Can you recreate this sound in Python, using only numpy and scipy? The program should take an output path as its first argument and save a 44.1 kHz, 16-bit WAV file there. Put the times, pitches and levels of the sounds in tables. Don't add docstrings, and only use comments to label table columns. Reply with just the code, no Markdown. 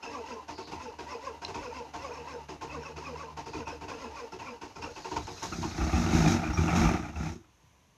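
import sys
import numpy as np
from scipy import signal
from scipy.fft import rfft, irfft
from scipy.io import wavfile
from scipy.ndimage import uniform_filter1d

SR = 44100
rng = np.random.default_rng(int(sys.argv[2]) if len(sys.argv) > 2 else 0)


def log_audio(samples):
    frames = np.atleast_2d(samples).T
    limited = np.clip(frames, -1, 1)
    pcm = np.round(limited * 32767).astype(np.int16)
    wavfile.write(sys.argv[1], SR, pcm)


N = 351468
T = np.arange(N) / SR
TAPS = 8192
CATCH_S = 5.42

# (frequency [Hz], level [dB])
AIR_SPECTRUM = [(25, -13), (70, 4), (350, -12.5), (800, -14.5), (1000, -8), (1300, -19.5), (2600, -17.5),
                (5000, -26), (6350, -16.5), (7700, -32.5), (13000, -32)]
RASP_SPECTRUM = [(100, -39.5), (280, -1), (600, -2), (1050, -2.5), (1300, -8), (2100, -16), (2650, -4.5),
                 (3300, -20), (4000, -16), (6600, -18.5), (8200, -34.5), (13000, -37)]
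RATTLE_SPECTRUM = [(700, 10), (1400, -7), (1800, 7.5), (2600, 6.5), (3700, 2), (5300, 4), (6600, 2),
                   (8200, -14.5), (13000, -24.5)]
CLATTER_SPECTRUM = [(300, 7), (500, -3), (750, 10), (900, 6), (1080, -8), (1310, 5), (1600, -3.5),
                    (2200, -1.5), (2550, -8.5), (3100, -14.5), (9000, -35.5)]
HISS_SPECTRUM = [(1500, -2), (3000, -9.5), (3800, -2), (4500, -9), (5500, -0.5), (6500, 0), (7500, -13),
                 (9000, -22), (13000, -22.5)]
# (frequency [Hz], width [Hz], level [dB])
HOUSING_MODES = [(264.5, 51, 8), (472, 90, -6.5), (886, 30, 10.5), (1071, 54, -2.5), (2010, 40, 10),
                 (2550, 380, -0.5)]
BLOCK_MODES = [(709, 52, 9.9), (831, 15, 12), (895, 27, 14.7), (1078, 97, 6.3)]
SUMP_MODES = [(180, 60, -5.5), (297.7, 20, 2.5), (372, 32, 4), (462.5, 10.5, 6)]
STACK_MODES = [(57, 23, 5), (78.3, 61, 9), (96.2, 53, 4.5), (168.7, 6.7, 4.5), (232.4, 5.8, -1.5),
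               (309.5, 21.4, -4.5), (339, 19.6, -2.5)]
# (frequency [Hz], pitch scatter [share], level [dB])
BRACKET_RINGS = [(1492, 0.13, 10), (2613, 0.0605, 10.5), (5280, 0.071, 5.5), (6360, 0.038, 0)]
CLUTCH_RINGS = [(4210, 0.082, 1), (5100, 0.093, 0.12), (6600, 0.025, -3)]
CLACK_RINGS = [(781, 0.12, -1.5), (1333, 0.122, 0), (2538, 0.092, -4)]
# (time [s], whine level [dB], growl level [dB])
STROKES = [(0.048, -47, -41), (0.146, -41, -38.5), (0.304, -41, -39.5), (0.835, -41, -38),
           (1.119, -39.5, -37.5), (1.266, -40.5, -41), (1.64, -40.5, -39), (1.771, -41, -39.5),
           (2.05, -39.5, -39), (2.165, -45.5, -43), (2.31, -41.5, -39), (2.745, -42, -41.5),
           (2.865, -45, -43), (3.071, -41.5, -39.5), (3.206, -41.5, -43), (3.59, -43.5, -39.5),
           (3.69, -50, -40.5), (3.916, -49.5, -42.5), (4.03, -40.5, -40), (4.19, -40.5, -38.5),
           (4.48, -43, -41.5), (4.848, -51, -42.5)]
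# (multiple, level [dB], peak after the stroke [s])
WHINE_PARTIALS = [(1, -10, .02), (2, -2, .006), (3, -6, .04), (4, 0, -.004)]
# (multiple, level [dB], peak after the stroke [s], half-width [s])
HOWL_PARTIALS = [(2, -3.5, -.042, 0.024), (2, 1.5, 0.0117, 0.014), (2, -6, 0.087, .03),
                 (4, -15, -0.012, 0.04)]
# (time [s], pitch [Hz], level [dB], octave level [dB])
HUM_CURVE = [(0.19, 77, -61, -76.5), (2.78, 75.4, -54, -54), (3.46, 76.8, -53, -55.5),
             (4.15, 70.6, -58.5, -70), (4.55, 69.8, -73, -74)]
# (time [s], block level [dB], thump level [dB])
KNOCKS = [(0.025, -46, -51), (0.479, -42.5, -51), (0.577, -45.5, -48.5), (0.668, -49.5, -53),
          (0.712, -45.5, -48), (0.984, -44, -48.5), (1.416, -43, -50.5), (1.478, -44, -48.5),
          (1.541, -41.5, -42.5), (1.934, -42, -46.5), (2.484, -46, -47.5), (2.609, -42.5, -47.5),
          (2.961, -46.5, -49), (3.367, -42.5, -48), (3.458, -46.5, -48.5), (3.53, -45, -41.5),
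          (3.666, -43, -52.5), (3.808, -48, -47), (3.88, -42, -50), (4.318, -48, -47), (4.388, -47.5, -55),
          (4.611, -45, -49.5), (4.755, -50, -47.5), (4.818, -43.5, -47.5), (4.958, -45, -50.5),
          (5.043, -42.5, -50), (5.109, -40, -41), (5.16, -32.5, -36.5), (5.268, -44, -48.5),
          (5.362, -66, -65.5), (5.418, -40.5, -45), (5.625, -37.5, -49)]
# (frequency [Hz], level [dB])
CLANK_PARTIALS = [(925, 4.5), (1050, -6.5), (2550, -19.5)]
# (time [s], pitch [Hz], level [dB])
SQUEALS = [(0.384, 1040, -42.5), (1.12, 5370, -46), (1.257, 5450, -52), (2.715, 2560, -43),
           (2.874, 2550, -48), (3.065, 2510, -41.5), (3.289, 1036, -44), (3.677, 2495, -45),
           (4.475, 2400, -46), (4.839, 5400, -47), (6.548, 5580, -38.5)]
# (start [s], end [s], level [dB])
OVERRUNS = [(0.475, 0.74, -54), (3.423, 3.615, -57), (4.896, 5.25, -57.5)]
# (time [s], level [dB], pitch [Hz], decay [s])
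SNAP_CONTACTS = [(1.4487, -27, 2650, .001), (1.4488, -23, 5400, .0005), (1.4502, -25, 4100, .0027)]
# (time [s], level [dB])
EFFORT_CURVE = [(5.46, -43.5), (5.66, -34), (5.72, -44), (5.8, -32.5), (5.91, -34), (5.97, -27),
                (6.09, -30), (6.16, -22), (6.35, -27), (6.39, -35.5), (6.57, -34.5), (6.58, -28),
                (6.72, -29.5), (6.82, -22), (7.14, -47), (7.16, -39), (7.27, -33.5), (7.34, -40.5),
                (7.48, -76.5)]
# (time [s], level [dB])
CLATTER_CURVE = [(5.45, -59), (5.85, -41.5), (6.27, -36), (6.41, -41.5), (6.56, -45), (6.77, -34.5),
                 (6.96, -37.5), (7.0, -46), (7.13, -54), (7.28, -41.5), (7.4, -74)]
# (time [s], level [dB])
SPITS = [(5.427, -37), (6.274, -34), (6.305, -39.5), (6.76, -35), (7.21, -56)]
# (time [s], clack level [dB], boom level [dB])
HARD_FIRINGS = [(5.521, -34, -56), (5.8, -35.5, -24), (5.925, -45, -24.5), (6.431, -30.5, -43),
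                (6.462, -37, -39), (6.485, -43, -26), (6.572, -28, -24), (6.686, -29.5, -39.5),
                (6.752, -34, -41), (6.842, -32, -25.5), (7.041, -41, -40.5), (7.08, -42.5, -63),
                (7.157, -37.5, -32)]


def undb(db):
    return np.exp(np.asarray(db) * (np.log(10) / 20))


def unit(x):
    return x / np.sqrt(np.mean(x ** 2))


def around(start_s, end_s):
    return slice(*np.searchsorted(T, [start_s, end_s]))


def bell(t, width_s):
    return np.exp(-(t / width_s) ** 2)


def held(start_s, end_s, attack_s, release_s):
    return np.clip((T - start_s) / attack_s, 0, 1) * np.exp(-np.maximum(T - end_s, 0) / release_s)


def blows(times, levels_db, rise_s, decay_s):
    out = np.zeros(N)
    for s, db in zip(times, levels_db):
        near = around(s, s + 10 * decay_s)
        t = T[near] - s
        out[near] += undb(db) * (1 - np.exp(-t / rise_s)) * np.exp(-t / decay_s)
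    return out


def knock_envelope(db, rise_s, decay_s):
    return blows([s for s, _, _ in KNOCKS], np.full(len(KNOCKS), db), rise_s, decay_s)


def stroke_envelope(lag_s, width_s):
    out = np.zeros(N)
    for s, _, _ in STROKES:
        near = around(s - .4, s + .4)
        out[near] += bell(T[near] - s - lag_s, width_s)
    return out


def drift(rate_hz):
    step = int(SR / rate_hz)
    stairs = np.repeat(rng.standard_normal(N // step + 1), step)
    return unit(uniform_filter1d(stairs, step)[:N])


def grit(rate_hz, spread_db):
    return unit(rng.standard_normal(N) * undb(spread_db * drift(rate_hz)))


def through(x, response):
    response = np.float32(response / np.linalg.norm(response))
    return signal.oaconvolve(np.float32(x), response)[:N].astype(float)


def ring(x, modes):
    t, response = T[:TAPS], np.zeros(TAPS)
    for k, (hz, width, db) in enumerate(modes):
        onset = (1 - np.exp(-2 * np.pi * hz * t)) ** 2
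        decay = undb(db) * width * np.exp(-np.pi * width * t)
        response += (-1) ** k * onset * decay * np.cos(2 * np.pi * hz * t)
    return through(x, response)


def colour(x, spectrum):
    hz, db = np.transpose(spectrum)
    bins_hz = np.maximum(np.arange(TAPS // 2 + 1) * SR / TAPS, 1)
    gain = undb(np.interp(np.log(bins_hz), np.log(hz), db))
    cepstrum = irfft(np.log(gain))
    return through(x, irfft(np.exp(rfft(2 * cepstrum[:TAPS // 2], TAPS))))


def chinks(modes, per_s, length_s, spread_db):
    t = np.float32(T[:int(4 * length_s * SR)])
    shape = t * np.exp(-t / length_s * 2)
    out = np.zeros(N + len(t))
    count = int(per_s * N / SR)
    for hz, scatter, db in modes:
        late, pitch, size, sag = np.float32(rng.uniform(-1, 1, (4, count, 1)))
        phase = 2 * np.pi * hz * (1 + scatter * pitch) * t * (1 - (1 + sag) * t)
        rings = undb(db + spread_db * size) * shape * np.sin(phase)
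        starts = (np.arange(count) + .5 + late[:, 0] / 2) * N / count
        for i, chink in zip(starts.astype(int), rings):
            out[i:i + len(t)] += chink
    return unit(out[:N] * (1 + .35 * drift(700)))


def yard_air():
    return undb(-64) * colour(rng.standard_normal(N) * undb(.88 * drift(4.1)), AIR_SPECTRUM)


def starter_whine(slow_hz=175, swing_hz=108, lead_s=.00802, arc_s=.049, load_s=.044):
    wobble = 1 + .026 * drift(220)
    teeth, pressure = np.zeros((2, N))
    multiples, partial_db, peak_s = np.transpose(WHINE_PARTIALS)[:, :, None]
    draws = rng.uniform(-1, 1, (len(STROKES), 2 + len(WHINE_PARTIALS)))
    for (s, db, _), (start, depth, *bite) in zip(STROKES, draws):
        near = around(s - .15, s + .15)
        t = T[near] - s
        hz = slow_hz + swing_hz * (1 + .2 * depth) / (1 + ((t + lead_s) / arc_s) ** 2)
        phase = 2 * np.pi * (start + np.cumsum(hz * wobble[near]) / SR)
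        loads = undb(db) * bell(t - peak_s, load_s)
        weights = undb(partial_db + 6.6 * np.array(bite)[:, None])
        weights /= np.linalg.norm(weights)
        teeth[near] += np.sum(loads * weights * np.sin(multiples * phase), axis=0)
        pressure[near] += loads[-1]
    teeth *= undb(-2 + 2.5 * drift(200))
    scrape = colour(pressure * grit(390, .73), RATTLE_SPECTRUM)
    return teeth + undb(-11.5) * ring(teeth, HOUSING_MODES) + undb(-11) * scrape


def gear_groan(rest_hz=456, lift=.22, lead_s=.002, arc_s=.022, growl_lag_s=.047):
    out, wobble = np.zeros(N), 1 + .034 * drift(260)
    multiples, partial_db, peak_s, width_s = np.transpose(HOWL_PARTIALS)[:, :, None]
    draws = rng.uniform(-1, 1, (len(STROKES), 3 + len(HOWL_PARTIALS)))
    for (s, whine_db, growl_db), (start, depth, pitch, *bite) in zip(STROKES, draws):
        near = around(s - .15, s + .15)
        t = T[near] - s
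        arc = 1 + .03 * pitch + lift * (1 + .35 * depth) / (1 + ((t + lead_s) / arc_s) ** 2)
        phase = 2 * np.pi * (start + np.cumsum(rest_hz * arc * wobble[near]) / SR)
        swells = undb(whine_db + partial_db + 2 * np.array(bite)[:, None]) * bell(t - peak_s, width_s)
        growl = undb(growl_db - 1) * bell(t - growl_lag_s, .034) * np.sin(phase)
        out[near] += growl + np.sum(swells * np.sin(multiples * phase), axis=0)
    return out * undb(3 * drift(180))


def gear_rasp():
    strokes = stroke_envelope(lag_s=.035, width_s=.29)
    kicks = knock_envelope(-54, rise_s=.011, decay_s=.11)
    load = np.sqrt(undb(-61) ** 2 + undb(-54) ** 2 * strokes + kicks ** 2)
    engaged = held(0, CATCH_S, attack_s=.0055, release_s=.065)
    rasp = colour(grit(350, 1) * load * engaged, RASP_SPECTRUM)
    return undb(-2) * rasp + undb(-16) * ring(rasp, HOUSING_MODES)


def loose_parts():
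    shake = undb(-51) * stroke_envelope(lag_s=.0059, width_s=.052)
    shake += knock_envelope(-46, rise_s=.0046, decay_s=.028)
    return shake * chinks(BRACKET_RINGS, per_s=60, length_s=.008, spread_db=6)


def cranking_hum():
    times, hz, root_db, octave_db = np.transpose(HUM_CURVE)
    phase = 2 * np.pi * np.cumsum(np.interp(T, times, hz) * (1 + .035 * drift(25))) / SR
    root = undb(2.5 + np.interp(T, times, root_db)) * np.sin(phase)
    octave = undb(np.interp(T, times, octave_db)) * np.sin(2 * phase)
    throb = undb(2.5 * drift(16))
    return (root + octave) * throb * held(0, CATCH_S, attack_s=.1, release_s=.09)


def crank_lulls(depth=.58, lead_s=.011, width_s=.02):
    gain = np.ones(N)
    for s, _, _ in KNOCKS:
        near = around(s - .1, s + .1)
        gain[near] *= 1 - depth * bell(T[near] - s + lead_s, width_s)
    return gain


def knocks(usual_db=-43):
    rises_s, lengths_s = (.0014, .004, .0035), (.055, .051, .057)
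    drives, clank = np.zeros((3, N)), np.zeros(N)
    wobble = 1 + .012 * drift(400)
    draws = rng.standard_normal((len(KNOCKS), len(CLANK_PARTIALS), 2))
    for (s, block_db, thump_db), variations in zip(KNOCKS, draws):
        near = around(s, s + .25)
        t = T[near] - s
        force_db = block_db - usual_db
        levels_db = block_db, thump_db, -46 + .83 * force_db
        stretch = np.clip(1 - (force_db - .5) / 12, .45, 1)
        for drive, db, rise_s, length_s in zip(drives, levels_db, rises_s, lengths_s):
            drive[near] += undb(db) * (1 - np.exp(-t / rise_s)) * bell(t, stretch * length_s)
        age = t / (stretch * .019)
        swell = undb(block_db - 1) * age * np.exp((1 - age ** 2) / 2)
        clock = np.cumsum(wobble[near]) / SR
        for (hz, db), (pitch, size) in zip(CLANK_PARTIALS, variations):
            clank[near] += swell * undb(db + size) * np.sin(2 * np.pi * hz * (1 + .015 * pitch) * clock)
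    block = undb(-.5) * ring(drives[0] * grit(450, 2.5), BLOCK_MODES)
    sump = undb(4.5) * ring(drives[1] * grit(300, 1.8), SUMP_MODES)
    rattle = undb(-1.5) * colour(drives[2] * grit(450, 1.2), RATTLE_SPECTRUM)
    return block + sump + rattle + undb(2 * drift(250)) * clank


def kickback(top_hz=1520, fall_s=.05, length_s=.028):
    out, wobble = np.zeros(N), 1 + .02 * drift(400)
    for (s, db, _), pitch in zip(KNOCKS, rng.uniform(.93, 1.05, len(KNOCKS))):
        near = around(s, s + 3 * length_s)
        t = T[near] - s
        hz = top_hz * pitch * wobble[near] / (1 + (t / fall_s) ** 2)
        phase = 2 * np.pi * np.cumsum(hz) / SR
        swell = undb(db - 5) * (1 - np.exp(-t / .004)) * bell(t, length_s)
        out[near] += swell * (np.sin(phase) + undb(-10) * np.sin(2 * phase))
    return out


def stack_puffs(hz=84, width_hz=63):
    times, _, thump_db = np.transpose(KNOCKS)
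    envelope = blows(times, thump_db - 5, rise_s=.009, decay_s=.094)
    return ring(envelope * rng.standard_normal(N), [(hz, width_hz, 0)])


def squeals(cycles=45):
    out, wobble = np.zeros(N), 1 + .022 * drift(600)
    for s, hz, db in SQUEALS:
        near = around(s - .1, s + .1)
        t = T[near] - s
        phase = 2 * np.pi * np.cumsum(hz * (1 - t) * wobble[near]) / SR
        out[near] += undb(db) * bell(t, np.clip(cycles / hz, .012, .028)) * np.sin(phase)
    return out


def freewheel(zing_hz=5100, sag_hz_per_s=4000):
    rattle = undb(-53) * chinks(CLUTCH_RINGS, per_s=72, length_s=.006, spread_db=2)
    hiss = undb(-49) * colour(grit(120, 1.5), HISS_SPECTRUM)
    out = held(4.6, 6.34, attack_s=1, release_s=.11) * (hiss + rattle)
    rough = drift(1500)
    for start, end, db in OVERRUNS:
        near = around(start, end)
        t = T[near] - start
        zing = np.sin(2 * np.pi * np.cumsum(zing_hz - sag_hz_per_s * t) / SR)
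        out[near] += undb(db) * signal.windows.tukey(len(t)) * rough[near] * zing
    return out


def ping(s, db, hz, decay_s):
    return blows([s], [db], .00015, decay_s) * np.sin(2 * np.pi * hz * (T - s))


def metal_snap():
    return sum(ping(*contact) for contact in SNAP_CONTACTS)


def exhaust(pulses, puffs, turns, effort_db, gas_share=.86):
    boom = ring(gas_share * unit(puffs) - unit(pulses), STACK_MODES)
    boom = np.interp(T + .0009 * drift(16), T, boom)
    boom /= np.sqrt(uniform_filter1d(boom ** 2, SR // 14))
    boom *= undb(3 * np.sin(2 * np.pi * turns))
    boom = signal.sosfilt(signal.butter(4, 45, "high", fs=SR, output="sos"), boom)
    bark = signal.sosfiltfilt(signal.butter(2, [135, 270], "band", fs=SR, output="sos"), boom)
    return undb(-25 + .91 * effort_db) * (boom - bark) + undb(-20.5 + 1.24 * effort_db) * bark


def engine(slow_hz=20.93, surge_hz=33.75, full_effort_db=-23, puff_s=.021, slap_s=.02):
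    effort_db = np.interp(T, *np.transpose(EFFORT_CURVE)) - full_effort_db
    running = held(CATCH_S, EFFORT_CURVE[-1][0], attack_s=.055, release_s=.02)
    firing_hz = slow_hz + surge_hz * undb(.7 * effort_db)
    firing_hz *= np.exp(.2 * (1 - firing_hz / 60) * drift(45))
    turns = np.cumsum(firing_hz) / SR
    firing = turns.astype(int)
    age_s = (turns - firing) / firing_hz
    size = undb(3 * rng.standard_normal(1000))[firing]
    pulses = np.diff(firing, prepend=0) * size
    puffs = size * np.exp(-age_s / puff_s) * rng.standard_normal(N)
    stacks = running * exhaust(pulses, puffs, turns, effort_db)
    tail = np.exp(-age_s / slap_s)
    clatter_db = np.interp(T, *np.transpose(CLATTER_CURVE))
    slap = running * undb(clatter_db) * unit(.15 + np.sqrt(size) * tail)
    clatter = undb(2) * colour(slap * grit(450, .51), CLATTER_SPECTRUM)
    clack = undb(-3) * slap * chinks(CLACK_RINGS, per_s=85, length_s=.006, spread_db=3.5)
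    jet = unit(1 + tail) * grit(300, .76)
    hiss = colour(running * undb(-39 + .96 * effort_db) * jet, HISS_SPECTRUM)
    return stacks + clatter + clack + hiss


def fuel_spits():
    bursts = blows(*np.transpose(SPITS), rise_s=.001, decay_s=.037)
    return colour(bursts * rng.standard_normal(N), HISS_SPECTRUM)


def hard_firings(boom_hz=68):
    times, clack_db, boom_db = np.transpose(HARD_FIRINGS)
    hits = blows(times, clack_db, rise_s=.0016, decay_s=.018)
    clatter = undb(-2.5) * colour(hits * grit(500, .78), CLATTER_SPECTRUM)
    clack = undb(-1) * hits * chinks(CLACK_RINGS, per_s=60, length_s=.013, spread_db=-2.5)
    note = np.sin(2 * np.pi * np.cumsum(boom_hz * (1 + .17 * drift(90))) / SR)
    boom = undb(4.5) * blows(times, boom_db, rise_s=.0106, decay_s=.052) * note
    return clatter + clack + boom


def last_puff():
    return ping(s=7.638, db=-55, hz=140, decay_s=.022)


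def scene():
    gears = crank_lulls() * (starter_whine() + gear_groan() + gear_rasp() + loose_parts())
    cranking = gears + knocks() + kickback() + cranking_hum() + stack_puffs() + freewheel()
    truck = cranking + engine() + hard_firings() + fuel_spits() + squeals() + metal_snap() + last_puff()
    t = T[:TAPS]
    walls = through(truck, rng.standard_normal(TAPS) * np.exp(-t / .017) * (t > .012))
    return (truck + undb(-9.5) * walls + yard_air())[None]


def record(dry):
    thin = signal.sosfilt(signal.butter(3, 40, "high", fs=SR, output="sos"), dry)
    return signal.sosfilt(signal.ellip(10, .2, 70, 13100, fs=SR, output="sos"), thin)


dry = scene()
out = record(dry)
log_audio(out)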